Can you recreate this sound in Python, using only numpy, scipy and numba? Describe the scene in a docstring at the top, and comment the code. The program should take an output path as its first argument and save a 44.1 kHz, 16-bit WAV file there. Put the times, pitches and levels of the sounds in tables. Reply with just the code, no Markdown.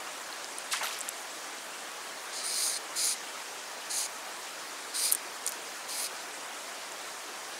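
"""A shallow river in the open air, without echo: countless small bubbles over an even rush of noise.
Close to the microphone is most likely a fishing reel. Line is drawn off in short rasping pulls (noise
through resonances); metal parts click between the last two pulls (snap, scrape and ring together).
Before the pulls, something small plops in and throws drops, built from short ringing bubbles.
Both channels are the same."""
import sys
import numpy as np
from scipy import signal
from scipy.fft import rfft, irfft
from scipy.io import wavfile
from scipy.ndimage import map_coordinates
from numba import njit

SR = 44100
rng = np.random.default_rng(int(sys.argv[2]) if len(sys.argv) > 2 else 0)


def transcribe(signal):
    """Save signal, clipped to [-1, 1], as a 16-bit WAV file at the path in sys.argv[1]."""
    frames = np.atleast_2d(signal).T
    limited = np.clip(frames, -1, 1)
    pcm = np.round(limited * 32767).astype(np.int16)
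    wavfile.write(sys.argv[1], SR, pcm)


N = 334716

# pulls of line: start_s, speed_up_s, slow_down_s, level_db,
# then the shares low_ring_db, mid_ring_db, spool_ring_db, high_ring_db, edge_db
LINE_PULLS = [(2.328, 0.042, 0.067, -40, 0, -5, -6, -13, -17),
              (2.432, 0.21, .135, -32.5, -4, -9, -1.5, -9.5, -11.5),
              (2.959, 0.093, 0.092, -31, -5, -3.5, -3, -5, -11),
              (3.901, .083, 0.084, -33, -4, -3.5, -7, -5, -12),
              (4.942, 0.12, 0.047, -30.5, -3.5, -14, -1, -11, -9),
              (5.885, 0.16, .032, -34.5, -5, -11, -8.5, -8, -9)]
# resonances of the reel under the sliding line: pitch_hz, width_hz, level_db
LOW_RING = [(4130, 630, 0.5), (4295, 50, 5), (4840, 620, 2.5)]
MID_RING = [(6220, 250, -6), (6500, 110, 7.5), (7030, 480, 3)]
SPOOL_RING = [(9100, 360, -2.7), (8930, 55, 2.2), (9570, 91, 0.15)]
HIGH_RING = [(10160, 270, 1), (10300, 90, 1), (10360, 780, 0)]
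# the reel's frame: pitch_hz, width_hz, level_db
FRAME_RING = [(2320, 540, -3), (3000, 810, -11.5), (6000, 920, -1.5), (8250, 1040, 0.5)]
# the sharp edge on the rasp: pitch_hz, width_hz, level_db
SHARP_EDGE = [(11800, 1900, -3.5), (14400, 2500, -8)]
# clicks of the reel's metal parts: start_s, snap_db, pitch_hz, scrape_decay_s, ring_db
METAL_CLICKS = [(5.1164, -22, 11800, .0008, -21), (5.1212, -21, 5030, .001, -36),
                (5.1238, .5, 10600, .003, -36), (5.127, -15, 12000, .0006, -37),
                (5.1297, -15, 9000, 0.0037, -27), (5.1495, -12, 9000, 0.0027, -23.5),
                (5.4645, -17, 8800, 0.0026, -20), (5.476, -16.5, 7000, .0026, -26.5),
                (5.4809, -21, 7200, 0.0015, -34), (5.492, -30, 11500, .0002, -25),
                (5.5211, -28, 7640, .0003, -36)]
# what those parts ring with: pitch_hz, level_db, t60_s (time to fade by 60 dB)
METAL_MODES = [(5160, -10, .03), (6900, 8, 0.024), (7690, -6, .02), (8100, -6, .02), (9020, 10, 0.046),
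               (9360, -10, .025), (11960, -7, .025), (13000, 1, .03)]
# phases of the plop (entry, slap, wash, cavity, its collapse, falling spray):
# start_s, rise_s, decay_s, level_db, bubble_pitch_hz, spread_octaves (each way)
PLOP_PHASES = [(.708, 0.021, 0.019, -28.5, 5200, 1.07), (.731, 0.004, .011, -27, 1670, 0.62),
               (.752, 0.0084, 0.039, -34.5, 4240, 1.26), (.797, 0.023, .046, -33, 1250, 1.1),
               (.827, .008, 0.059, -33.5, 6180, 1.18), (.9, 0.029, .11, -40, 3430, 1.7)]
# drops and bubbles that stand out: start_s, peak_db (approximate), pitch_hz, ring_cycles
SINGLE_DROPS = [(.327, -28.5, 4280, 53), (0.4448, -15.5, 5200, 7.7), (.585, -19.5, 9100, 47),
                (.7465, -27, 950, 14), (0.8438, -21, 1310, 12), (.857, -22, 1970, 23),
                (.8718, -16, 3060, 10), (.9105, -24, 2440, 12), (.945, -28, 5230, 19),
                (0.9896, -12, 9600, 6.6), (1.007, -16, 7560, 17), (1.013, -17, 8100, 30),
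                (1.0844, -16, 2980, 5), (1.0894, -10, 7520, 11), (1.0913, -9, 10200, 9.5),
                (1.918, -17, 5860, 3.4), (6.921, -23, 7000, 18)]
# the river's tone colour: pitch_hz, level_db (per Hz)
RIVER_COLOUR = [(18, -53), (30, -28), (71, -31.5), (178, -15), (232, -10.5), (294, -6), (596, -1.5),
                (1060, -2), (1790, -3.5), (2660, -8.5), (4260, -9.5), (6650, -9), (9350, -12), (12800, -22),
                (15800, -23.5)]

RIVER_DB = -41
TOP_HZ = 15650  # top of the treble
SLOW_DB = -4.5  # a ring at or below SLOW_HZ is this much weaker at the slow ends of a pull
SLOW_HZ, SLOW_DB_PER_OCTAVE = 4500, -4.5  # higher rings lose more: a slow line sounds dull
SCRAPE_DB = -20  # the parts rub equally hard in every click
T = np.arange(N) / SR  # time in seconds


def pulls(slip_hz=2600, grain_db=0.75, fade_s=0.0079, frame_db=-8, wobble_db=1.1):
    """Thousands of tiny slips a second, plus hiss, ring the reel; faster line sounds brighter."""
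    jerks = (rng.random(N) < slip_hz / SR) * rng.standard_normal(N)
    hiss = 2.7 * rng.standard_normal(N)
    friction = (unit(jerks) + hiss) * undb(grain_db * walk(300))
    friction = band(friction, low_hz=990, high_hz=19000)

    # the rings waver in pitch as the spool turns
    waver = .005 * walk(14)
    parts = (LOW_RING, MID_RING, SPOOL_RING, HIGH_RING, SHARP_EDGE, FRAME_RING)
    rings = [resonate(friction, modes) * undb(wobble_db * walk(35)) for modes in parts]
    slow_db = []
    for modes in parts:
        octaves_up = max(np.log2(modes[0][0] / SLOW_HZ), 0)
        slow_db.append(SLOW_DB + SLOW_DB_PER_OCTAVE * octaves_up)

    out = np.zeros(N)
    for start, rise, fall, db, *shares in LINE_PULLS:
        end = start + rise + fall
        i = np.flatnonzero((T > start - fade_s) & (T < end + fade_s))
        # 1 at the slow ends of the pull, 0 at its fastest point
        slowness = np.interp(T[i], [start, start + rise, end], [1, 0, 1]) ** 0.81
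        inside_s = np.minimum(T[i] - start, end - T[i])
        gate = np.clip(.5 + inside_s / (2 * fade_s), 0, 1)
        rasp = np.zeros(len(i))
        for ring, share, slow in zip(rings, shares + [frame_db], slow_db):
            rasp += ring[i] * undb(share + slow * slowness)
        # reading the rasp at an uneven speed bends its pitch
        read_at = np.cumsum(1 + waver[i])
        out[i] += gate * undb(db) * map_coordinates(rasp, [read_at], order=5)
    return out


def clicks(width_octaves=0.26, snap_s=.0001):
    """A snap, a scrape and a ring begin together; metal modes near the snap's pitch ring most readily."""
    out, t = np.zeros(N), T[:2048]
    for start, db, hz, decay, ring_db in METAL_CLICKS:
        snap = t / snap_s * np.exp(1 - t / snap_s) * np.sin(2 * np.pi * hz * t)
        scrape = rng.standard_normal(len(t)) * np.exp(-t / decay)
        scrape = band(scrape, hz * 2 ** -width_octaves, hz * 2 ** width_octaves, order=1)
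        ring = np.zeros(len(t))
        for mode_hz, mode_db, t60 in METAL_MODES:
            nearness = 1 / (1 + (np.log2(mode_hz / hz) / width_octaves) ** 2)
            ring += nearness * undb(mode_db - 60 * t / t60) * np.sin(2 * np.pi * mode_hz * t)
        click = undb(db) * snap
        click += undb(SCRAPE_DB) * scrape / abs(scrape).max()
        click += undb(ring_db) * ring / abs(ring).max()
        add(out, start, click)
    return band(out, low_hz=1500, high_hz=14900)


def splash(cycles=20, scatter_db=1.0, count=380):
    """Each phase of the plop is a cloud of short bubbles that swells and dies away."""
    out = np.zeros(N)
    for start, rise, decay, db, hz, octaves in PLOP_PHASES:
        when, luck, pitch = rng.random((count, 3)).T
        age = when * (rise + 4 * decay)
        swell = np.minimum(age / rise, 1)
        die_away = np.exp(-np.maximum(age - rise, 0) / decay)
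        size = swell * die_away * undb(-scatter_db * np.log(1 - .95 * luck))
        pitches = np.minimum(hz * 2 ** (octaves * (2 * pitch - 1)), TOP_HZ)
        cloud = bubbles(start + age, pitches, np.full(count, 1. * cycles), size * np.sqrt(pitches), 0.13)
        # even out the clouds' strength over their rise and decay
        strength = np.sqrt(np.sum(cloud ** 2) / (SR * (rise + decay) / 2))
        out += undb(db) * cloud / strength
    return band(out, low_hz=420, high_hz=14000)


def drops():
    """Single drops ping on the surface; each traps a second, smaller bubble just after."""
    start, db, hz, cycles = np.array(SINGLE_DROPS, float).T.copy()
    first = bubbles(start, hz, cycles, 1.28 * undb(db), 0.044)
    second = bubbles(start + .0008, 1.01 * hz, cycles, 0.4 * undb(db), .05)
    return band(first + second, low_hz=420, high_hz=14000)


def river():
    """Rush, gurgling bubbles, fine fizz and a few clear trickles share one colour and a steady level."""
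    gurgle = babble(low_hz=599.4, high_hz=3200, cycles=77.0, scatter_db=1.0, count=5000)
    fizz = babble(low_hz=2220, high_hz=12960, cycles=128, scatter_db=2.0, count=9000)
    trickle = babble(low_hz=901.0, high_hz=5006, cycles=208, scatter_db=0.0, count=700)
    bed = rush(flicker_db=1.18, swell_db=0.07)
    mix = bed + undb(-13.0) * gurgle + undb(-8.0) * fizz + undb(-15.5) * trickle
    return unit(colour(mix, RIVER_COLOUR)) * undb(RIVER_DB)


def babble(low_hz, high_hz, cycles, scatter_db, count):
    """Bubbles among the stones, at random times and pitches; scatter makes a few stand out."""
    when, pitch, ring, luck = rng.random((count, 4)).T
    hz = low_hz * (high_hz / low_hz) ** pitch
    size = hz * undb(scatter_db * np.minimum(-np.log(1 - luck), 5))
    return unit(bubbles(when * N / SR, hz, cycles * (.5 + ring), size, 0.186))


def rush(flicker_db, swell_db):
    """The merged sound of the riffle further off: bands of noise that swell together and flicker alone."""
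    f = np.maximum(np.fft.rfftfreq(N, 1 / SR), 1)
    noise, swell, out = rfft(rng.standard_normal(N)), walk(4.08), 0
    for half_octave in np.arange(9, 29):  # centres from about 23 Hz to 16 kHz
        share = np.maximum(1 - abs(2 * np.log2(f) - half_octave), 0)
        level_db = flicker_db * walk(22) + swell_db * swell
        out = out + irfft(noise * share, N) * undb(level_db)
    return unit(out)


@njit
def bubbles(start_s, hz, cycles, size, glide):
    """Each bubble swells within a cycle and rings for some cycles down to -60 dB while its pitch rises."""
    out = np.zeros(N)
    for k in range(len(hz)):
        first, length = int(start_s[k] * SR), int(cycles[k] * SR / hz[k]) + 2
        step = 2 * np.pi * hz[k] / SR  # phase turned per sample
        fade = np.exp(-np.log(1000) / length)
        a, phase, last = size[k], 0., 0.
        for i in range(min(length, N - first)):
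            phase += min(step * (1 + glide * i / length), .9 * np.pi)
            flow = a * np.sin(phase) * phase ** 2 / (phase ** 2 + 12)
            out[first + i] += (flow - last) / step  # pressure follows the change of flow
            a, last = a * fade, flow
    return out


def resonate(x, modes):
    """Pass x through steep resonances, which favour pitches near their own; result has rms 1."""
    power = 0
    f = np.fft.rfftfreq(N, 1 / SR)
    for hz, width, db in modes:
        power = power + undb(db) ** 2 / (1 + (2 * (f - hz) / width) ** 2) ** 2
    return unit(irfft(rfft(x) * np.sqrt(power), N))


def colour(x, points):
    """Shape the tone by a curve through (pitch_hz, level_db) points."""
    hz, db = np.transpose(points)
    f = np.maximum(np.fft.rfftfreq(N, 1 / SR), 1)
    return irfft(rfft(x) * undb(np.interp(np.log(f), np.log(hz), db)), N)


def band(x, low_hz, high_hz, order=2):
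    """Keep mainly the pitches between two limits."""
    limits = [low_hz, min(high_hz, .45 * SR)]
    return signal.sosfilt(signal.butter(order, limits, "bandpass", fs=SR, output="sos"), x)


def walk(rate):
    """Slow chance: random levels, rate per second, joined by straight lines; spread near 1."""
    knots = rng.standard_normal(4096)
    return 1.3 * np.interp(T * rate, np.arange(len(knots)), knots)


def undb(db):
    """Turn decibels into a gain."""
    return 10 ** (np.asarray(db) / 20)


def unit(x):
    """Scale to an average strength (rms) of 1."""
    return x / np.sqrt(np.mean(x ** 2) + 1e-20)


def add(out, start_s, x):
    """Mix a short sound in at its time."""
    i = max(int(start_s * SR), 0)
    out[i:i + len(x)] += x[:max(len(out) - i, 0)]


def scene():
    """Reel, plop and river, heard from one point."""
    mono = pulls() + clicks() + splash() + drops() + river()
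    return np.tile(mono, (2, 1))


def record(dry):
    """The recorder cuts the treble steeply above TOP_HZ."""
    return signal.sosfilt(signal.ellip(10, .2, 70, TOP_HZ, fs=SR, output="sos"), dry)


dry = scene()
out = record(dry)
transcribe(out)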